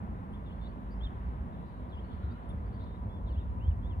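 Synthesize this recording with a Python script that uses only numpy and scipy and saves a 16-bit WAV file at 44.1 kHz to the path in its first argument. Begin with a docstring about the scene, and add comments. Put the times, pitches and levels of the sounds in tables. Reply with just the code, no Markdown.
"""An open building site on a clear day, heard from its edge with a stereo microphone.
Far off, traffic washes in from the left and idling engines drone; one machine briefly whirs up.
A light breeze buffets the microphone with low thumps and freshens towards the end.
Small birds chirp and whistle nearby in gliding tones that scatter off the site, with the rest
of the flock farther away. Twice a tiny high tink rings on the right."""
import sys
import numpy as np
from scipy import signal
from scipy.fft import rfft, irfft
from scipy.io import wavfile

SR = 44100
rng = np.random.default_rng(int(sys.argv[2]) if len(sys.argv) > 2 else 0)


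def transcribe(signal):
    """Save signal, clipped to [-1, 1], as a 16-bit WAV file at the path in sys.argv[1]."""
    frames = np.atleast_2d(signal).T
    limited = np.clip(frames, -1, 1)
    pcm = np.round(limited * 32767).astype(np.int16)
    wavfile.write(sys.argv[1], SR, pcm)


N = 176400
TIME = np.arange(N) / SR
FREQS = np.maximum(np.fft.rfftfreq(N, 1 / SR), 1)

# Colour of the far traffic: freq_hz, relative_db
TRAFFIC_SPECTRUM = [(100, -2), (150, -1.5), (205, -0.5), (255, -5.5), (310, -8), (400, -12), (600, -12.5),
                    (850, -15), (1030, -13), (1180, -17.5), (1500, -22.5), (1900, -27), (2500, -35.5),
                    (3000, -40), (3600, -43.5), (4200, -52), (5200, -63.5), (8000, -82)]
# How alike the traffic is in the two channels: freq_hz, coherence (0-1)
TRAFFIC_COHERENCE = [(100, .93), (220, 1), (480, 0.84), (950, 0.55), (1500, 0.75), (2400, 0.1), (4000, 0.1)]
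# Where the traffic sits between the channels: freq_hz, left_minus_right_db
TRAFFIC_BALANCE = [(120, -3), (220, -2), (340, -3), (700, 2), (950, 3.5), (1300, -2.5), (2000, 0),
                   (2600, 4), (3500, 2)]
# Swell of the traffic's treble, taken about its mean: time_s, relative_db
TRAFFIC_TREBLE = [(0.0, -64), (0.75, -66), (1.25, -63), (1.58, -66), (1.83, -66.5), (2.33, -64),
                  (3.24, -68), (4.0, -66.5)]
# Idling engines: pitch_hz, half_width_hz, start_level_db, change_db_per_s, left_minus_right_db
ENGINE_DRONES = [(54.2, 8.8, -46, 1, -2.5), (71.5, 19, -51, 2, 1.5), (178.7, 12, -55, -1, -6),
                 (205.3, 9.8, -52, -2.12, -4.5), (249.4, 16, -57, -2, -4), (834, 120, -60.5, -6.5, 1),
                 (979.3, 33, -66.5, 2, 2.5)]
# A machine whirring up: peak_s, half_length_s, pitch_hz, half_width_hz, level_db
MACHINE_WHIRS = [(2.31, 0.18, 1398, 95.6, -66.5)]
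# Colour of the wind on the microphone: freq_hz, relative_db
WIND_SPECTRUM = [(15, -60.5), (25, -14), (38, 1), (55, 9.5), (75, 7), (100, 9), (140, -6), (250, -11),
                 (500, -74.5)]
# Strength of the breeze: time_s, level_db
BREEZE_LEVEL = [(0, -40.5), (.45, -46), (.85, -49), (1.3, -40.5), (1.7, -51), (2.05, -47.5), (2.25, -39),
                (2.42, -47), (2.75, -40.5), (3.0, -47), (3.3, -39.5), (3.47, -40.5), (3.62, -34.5),
                (4, -37.5)]
# Single eddies striking the microphone: peak_s, pitch_hz, peak_db
WIND_BUFFETS = [(1.04, 55.7, -29), (1.264, 66, -28), (1.404, 62, -29), (1.565, 58.5, -34), (2.145, 71, -29),
                (2.245, 78.4, -28.5), (2.283, 77.6, -27.5), (2.547, 74.6, -29), (3.064, 102, -30),
                (3.244, 70, -28), (3.308, 62, -22.5), (3.379, 68.5, -25.5), (3.685, 80, -18),
                (3.719, 80.2, -31), (3.798, 59, -28.5), (3.98, 71.5, -25)]
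# The lower tone of each tink: start_s, pitch_hz, peak_db
TINK_TONES = [(.329, 9860, -87), (2.490, 9810, -75.5)]
# Chatter of the far flock: time_s, level_db
FLOCK_LEVEL = [(0, -106), (.3, -92.5), (.55, -76), (.85, -80.5), (1.25, -80), (1.6, -79.5), (1.85, -79),
               (2.25, -74.5), (2.6, -82.5), (2.85, -73.5), (3.15, -87), (3.42, -74), (3.65, -90), (4, -92)]
# Nearby bird notes: start_s, length_s, start_hz, turn_hz, end_hz, turn_place (0-1), level_db, rasp (0-1)
CHIRP_NOTES = [ (.150, 0.056, 3780, 3810, 3760, 0.6, -83, .1),
               (.330, 0.038, 3150, 3520, 3350, .65, -67.5, .5),
               (.458, .036, 3900, 3600, 3250, 0.17, -69.5, .6),
               (.497, 0.039, 2700, 3100, 3700, 0.53, -67, .3),
               (.608, 0.078, 3570, 3530, 3520, 0.6, -67, .15),
               (.644, 0.038, 3500, 3850, 4150, 0.54, -66.5, .25),
               (.605, 0.12, 4150, 4420, 4480, 0.6, -80, .45),
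               (.903, .040, 4250, 4650, 4950, 0.4, -74.5, .7),
               (.938, .060, 5250, 5170, 5080, .4, -88.5, .45),
               (1.520, 0.035, 3850, 3700, 3450, .4, -77, .7),
               (1.660, 0.06, 5050, 4850, 4500, 0.4, -89.5, .6),
               (1.892, 0.028, 4400, 4200, 3800, 0.3, -80, .9),
               (1.918, 0.042, 3800, 3350, 3100, 0.43, -65, .6),
               (1.970, .034, 2750, 3100, 3450, 0.66, -62.5, .3),
               (1.955, .032, 4600, 4800, 5050, .5, -89, .5), (2.105, .040, 3500, 3300, 3000, .5, -70, .7),
               (2.120, 0.044, 3800, 4400, 4650, .6, -83, .8),
               (2.295, .036, 3550, 3700, 3950, 0.4, -72.5, .4),
               (2.310, 0.027, 4450, 4570, 4750, 0.7, -79, .6),
               (2.490, 0.031, 3200, 3600, 3350, 0.58, -66.5, .4),
               (2.650, 0.044, 4300, 4550, 4500, 0.6, -86, .9),
               (2.720, 0.054, 4350, 4450, 4500, 0.4, -78, .8),
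               (2.785, 0.04, 4450, 4550, 4450, 0.4, -83, .9),
               (2.800, .048, 3600, 3900, 4850, 0.55, -70.5, .95),
               (2.835, 0.14, 3670, 3660, 3700, 0.37, -75.5, .1),
               (2.945, .035, 3850, 3800, 3830, 0.6, -79.5, .4),
               (3.085, 0.11, 3320, 3460, 3330, .55, -72, .08),
               (3.115, 0.041, 5050, 5250, 5200, .5, -93, .9),
               (3.262, 0.035, 3500, 3800, 3700, 0.46, -70, .7),
               (3.290, .040, 4100, 4350, 4100, .5, -78, .8), (3.325, 0.039, 3550, 3420, 3300, 0.4, -69, .5),
               (3.390, 0.049, 3750, 3600, 3620, .5, -72.5, .6)]
# Whistles of the nearest bird, one list of points each: time_s, pitch_hz, level_db
WHISTLE_CURVES = [
    [(1.000, 2950, -78), (1.013, 3250, -59.5), (1.027, 3450, -61), (1.037, 3590, -55.5), (1.052, 3620, -53),
     (1.061, 3380, -58), (1.072, 3170, -56.5), (1.085, 2850, -76)],
    [(3.262, 3700, -78), (3.284, 3450, -66), (3.305, 2980, -71), (3.330, 2680, -75)],
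    [(3.352, 2550, -76), (3.370, 2930, -66), (3.386, 3350, -64.5), (3.405, 2880, -70), (3.424, 2520, -75)],
    [(3.590, 2330, -80), (3.611, 2730, -65), (3.630, 3020, -66), (3.660, 3200, -67), (3.680, 3340, -69),
     (3.695, 3290, -77), (3.716, 2860, -66), (3.729, 2330, -78)],
    [(3.815, 2950, -82), (3.833, 3310, -70), (3.856, 3410, -66.5), (3.878, 3660, -70), (3.890, 3780, -81),
     (3.903, 3480, -68.5), (3.932, 2830, -66), (3.955, 2330, -76)],
]
# Colour of the microphone's hiss: freq_hz, relative_db
HISS_SPECTRUM = [(2000, -1.5), (5000, -0.5), (7500, -3.5), (10000, 0), (14000, -4.5), (15500, -6.5)]

DISTANT_LAG_S = .00041  # traffic and engines reach the left channel first
TREMBLE_RATE_HZ = 300  # how fast a bird's pitch and level shake
EDGE_FADE_S = .004


def from_db(db):
    """Decibels to gain."""
    return 10 ** (np.asarray(db) / 20)


def rms_one(x):
    """Scale to unit rms."""
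    return x / np.sqrt(np.mean(x ** 2) + 1e-20)


def by_hz(points):
    """Read a table along log frequency."""
    hz, value = np.transpose(points)
    return np.interp(np.log(FREQS), np.log(hz), value)


def by_time(points):
    """Read a table along time."""
    return np.interp(TIME, *np.transpose(points))


def shaped(x, gain):
    """Filter by a gain per frequency."""
    return irfft(rfft(x) * gain, N)


def drift(rate_hz):
    """Random wander of unit rms, mostly slower than rate_hz."""
    return rms_one(shaped(rng.standard_normal(N), 1 / (1 + (FREQS / rate_hz) ** 2)))


def stereo_noise(gain, coherence):
    """Coloured noise of unit rms, partly shared by the two channels."""
    mid, side = rng.standard_normal((2, N))
    mid = shaped(mid, gain * np.sqrt(1 + coherence))
    side = shaped(side, gain * np.sqrt(1 - coherence))
    return rms_one(np.array([mid + side, mid - side]))


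def placed(x, lag_s, pan_db=0):
    """Set a source left or right: positive values make the right channel later and quieter."""
    left = from_db(pan_db / 2) * np.ones(len(FREQS))
    right = from_db(-pan_db / 2) * np.exp(-2j * np.pi * FREQS * lag_s)
    return shaped(x, np.array([left, right]))


def site_echo(x, t60_s=.5):
    """Diffuse scatter from formwork and buildings."""
    tail = rng.standard_normal((2, SR)) * from_db(-60 * TIME[:SR] / t60_s)
    tail /= np.sqrt(np.sum(tail ** 2, axis=1, keepdims=True))
    return signal.fftconvolve(x[None], tail, axes=1)[:, :N]


def traffic(level_db=-45.5, treble_edge_hz=1120, waver_db=1.0):
    """A wash of far tyres and engines: the low part wavers, the treble swells and sinks."""
    wash = stereo_noise(from_db(by_hz(TRAFFIC_SPECTRUM)), by_hz(TRAFFIC_COHERENCE))
    low = shaped(wash, 1 / (1 + (FREQS / treble_edge_hz) ** 8))
    swell_db = by_time(TRAFFIC_TREBLE)
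    treble = (wash - low) * from_db(swell_db - swell_db.mean())
    low *= from_db(waver_db * drift(rate_hz=7.8))
    return from_db(level_db) * placed(low + treble, DISTANT_LAG_S, by_hz(TRAFFIC_BALANCE))


def drone(hz, half_width_hz):
    """A machine tone blurred by distance into a narrow wavering band."""
    return stereo_noise(1 / (1 + ((FREQS - hz) / half_width_hz) ** 2) ** 2, coherence=.88)


def engines():
    """Distant machines idle, slowly gaining or fading; one whirs up for a moment."""
    out = np.zeros((2, N))
    for hz, half_width_hz, db, db_per_s, pan_db in ENGINE_DRONES:
        out += from_db(db + db_per_s * TIME) * placed(drone(hz, half_width_hz), DISTANT_LAG_S, pan_db)
    for peak_s, half_length_s, hz, half_width_hz, db in MACHINE_WHIRS:
        swell = np.exp(-((TIME - peak_s) / half_length_s) ** 2)
        out += from_db(db) * swell * drone(hz, half_width_hz)
    return out


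def wind(attack_s=.011, decay_s=.022):
    """Low turbulence on the microphone follows the breeze; single eddies thump for a few cycles."""
    out = from_db(by_time(BREEZE_LEVEL)) * stereo_noise(from_db(by_hz(WIND_SPECTRUM)), coherence=.91)
    for peak_s, hz, db in WIND_BUFFETS:
        t = TIME - peak_s
        envelope = np.exp(np.minimum(t / attack_s, -t / decay_s))
        out += from_db(db) * envelope * np.sin(2 * np.pi * (hz * t + rng.random()))
    return out


def tinks(t60_s=.17, spacing_hz=95, upper_gain_db=6):
    """A close pair of very high tones rings briefly on the right."""
    out = np.zeros(N)
    for start_s, hz, db in TINK_TONES:
        t = np.maximum(TIME - start_s, 0)
        lower = np.sin(2 * np.pi * hz * t)
        upper = from_db(upper_gain_db) * np.sin(2 * np.pi * (hz + spacing_hz) * t)
        out += from_db(db - 60 * t / t60_s) * (lower + upper)
    return placed(out, lag_s=0, pan_db=-8)


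def song(notes, glide_power=1.5, fade_share=.16, rasp_hz=175, rasp_depth=.55, tilt_db_per_oct=-11):
    """Each bird note is a whistle gliding to a turning pitch and away; rasp shakes its pitch and level."""
    out = np.zeros(N)
    shake, flutter = drift(TREMBLE_RATE_HZ), drift(TREMBLE_RATE_HZ)
    for start_s, length_s, start_hz, turn_hz, end_hz, turn_place, db, rasp in notes:
        inside = (TIME >= start_s) & (TIME < start_s + length_s)
        progress = (TIME[inside] - start_s) / length_s
        turn_place = np.clip(turn_place, .05, .95)
        glide_in = np.maximum(1 - progress / turn_place, 0) ** glide_power
        glide_out = np.maximum((progress - turn_place) / (1 - turn_place), 0) ** glide_power
        hz = turn_hz + (start_hz - turn_hz) * glide_in + (end_hz - turn_hz) * glide_out
        phase = 2 * np.pi * np.cumsum(hz + rasp * rasp_hz * shake[inside]) / SR
        envelope = np.sin(np.pi / 2 * np.clip(np.minimum(progress, 1 - progress) / fade_share, 0, 1))
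        envelope *= 1 + rasp * rasp_depth * flutter[inside]
        tilt_db = tilt_db_per_oct * np.log2(hz / turn_hz)  # air and distance dull the higher part
        out[inside] += from_db(db + tilt_db) * np.sqrt(2) * envelope * np.sin(phase)
    return out


def far_flock(notes_per_s=59, note_s=.04, centre_hz=3380, spread_oct=.8, rasp=.5):
    """Random chirps from farther off reach the microphone as echo alone."""
    notes = []
    for when, *pitch_draws, turn_place in rng.random((int(notes_per_s * N / SR), 5)):
        glide_hz = centre_hz * 2 ** (spread_oct * (np.array(pitch_draws) - .5))
        notes.append((when * N / SR, note_s, *glide_hz, turn_place, 0, rasp))
    return from_db(by_time(FLOCK_LEVEL)) * rms_one(site_echo(song(notes)))


def near_chirps(echo_cut_hz=4500, echo_gain_db=-3.5):
    """Small birds nearby, a little to the left; the raspier the call, the more echo it carries."""
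    scattered = song([(*note, db + 20 * np.log10(max(rasp, .1)), rasp) for *note, db, rasp in CHIRP_NOTES])
    echo = site_echo(shaped(scattered, 1 / (1 + (FREQS / echo_cut_hz) ** 6)))
    return placed(song(CHIRP_NOTES), lag_s=.00019) + from_db(echo_gain_db) * echo


def nearest_bird(tremble_hz=40, flutter_depth=.2, echo_gain_db=-13.5):
    """Whistles rise and fall with a slight tremble in pitch and level, a little to the right."""
    out = np.zeros(N)
    shake_hz = tremble_hz * drift(TREMBLE_RATE_HZ)
    flutter = 1 + flutter_depth * drift(TREMBLE_RATE_HZ)
    for curve in WHISTLE_CURVES:
        times, hz, db = np.transpose(curve)
        phase = 2 * np.pi * np.cumsum(np.interp(TIME, times, hz) + shake_hz) / SR
        gate = np.clip(np.minimum(TIME - times[0], times[-1] - TIME) / EDGE_FADE_S, 0, 1)
        out += gate * flutter * from_db(np.interp(TIME, times, db)) * np.sqrt(2) * np.sin(phase)
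    return placed(out, lag_s=-.00009) + from_db(echo_gain_db) * site_echo(out)


def scene():
    """Everything that reaches the microphone at the edge of the site."""
    return traffic() + engines() + wind() + tinks() + near_chirps() + far_flock() + nearest_bird()


def record(dry):
    """The microphone sheds the deepest bass and adds faint hiss; the ends are softened, the top is cut."""
    low_cut_hz, high_cut_hz, hiss_db = 28, 15300, -82
    heard = signal.sosfilt(signal.butter(4, low_cut_hz, "high", fs=SR, output="sos"), dry)
    hiss = from_db(hiss_db) * stereo_noise(from_db(by_hz(HISS_SPECTRUM)), coherence=0)
    to_edge_s = np.minimum(TIME, TIME[::-1])
    fade = np.sin(np.pi / 2 * np.minimum(to_edge_s / EDGE_FADE_S, 1)) ** 2
    high_cut = signal.ellip(10, .1, 80, high_cut_hz, fs=SR, output="sos")
    return signal.sosfilt(high_cut, fade * heard + hiss)


dry = scene()
out = record(dry)
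transcribe(out)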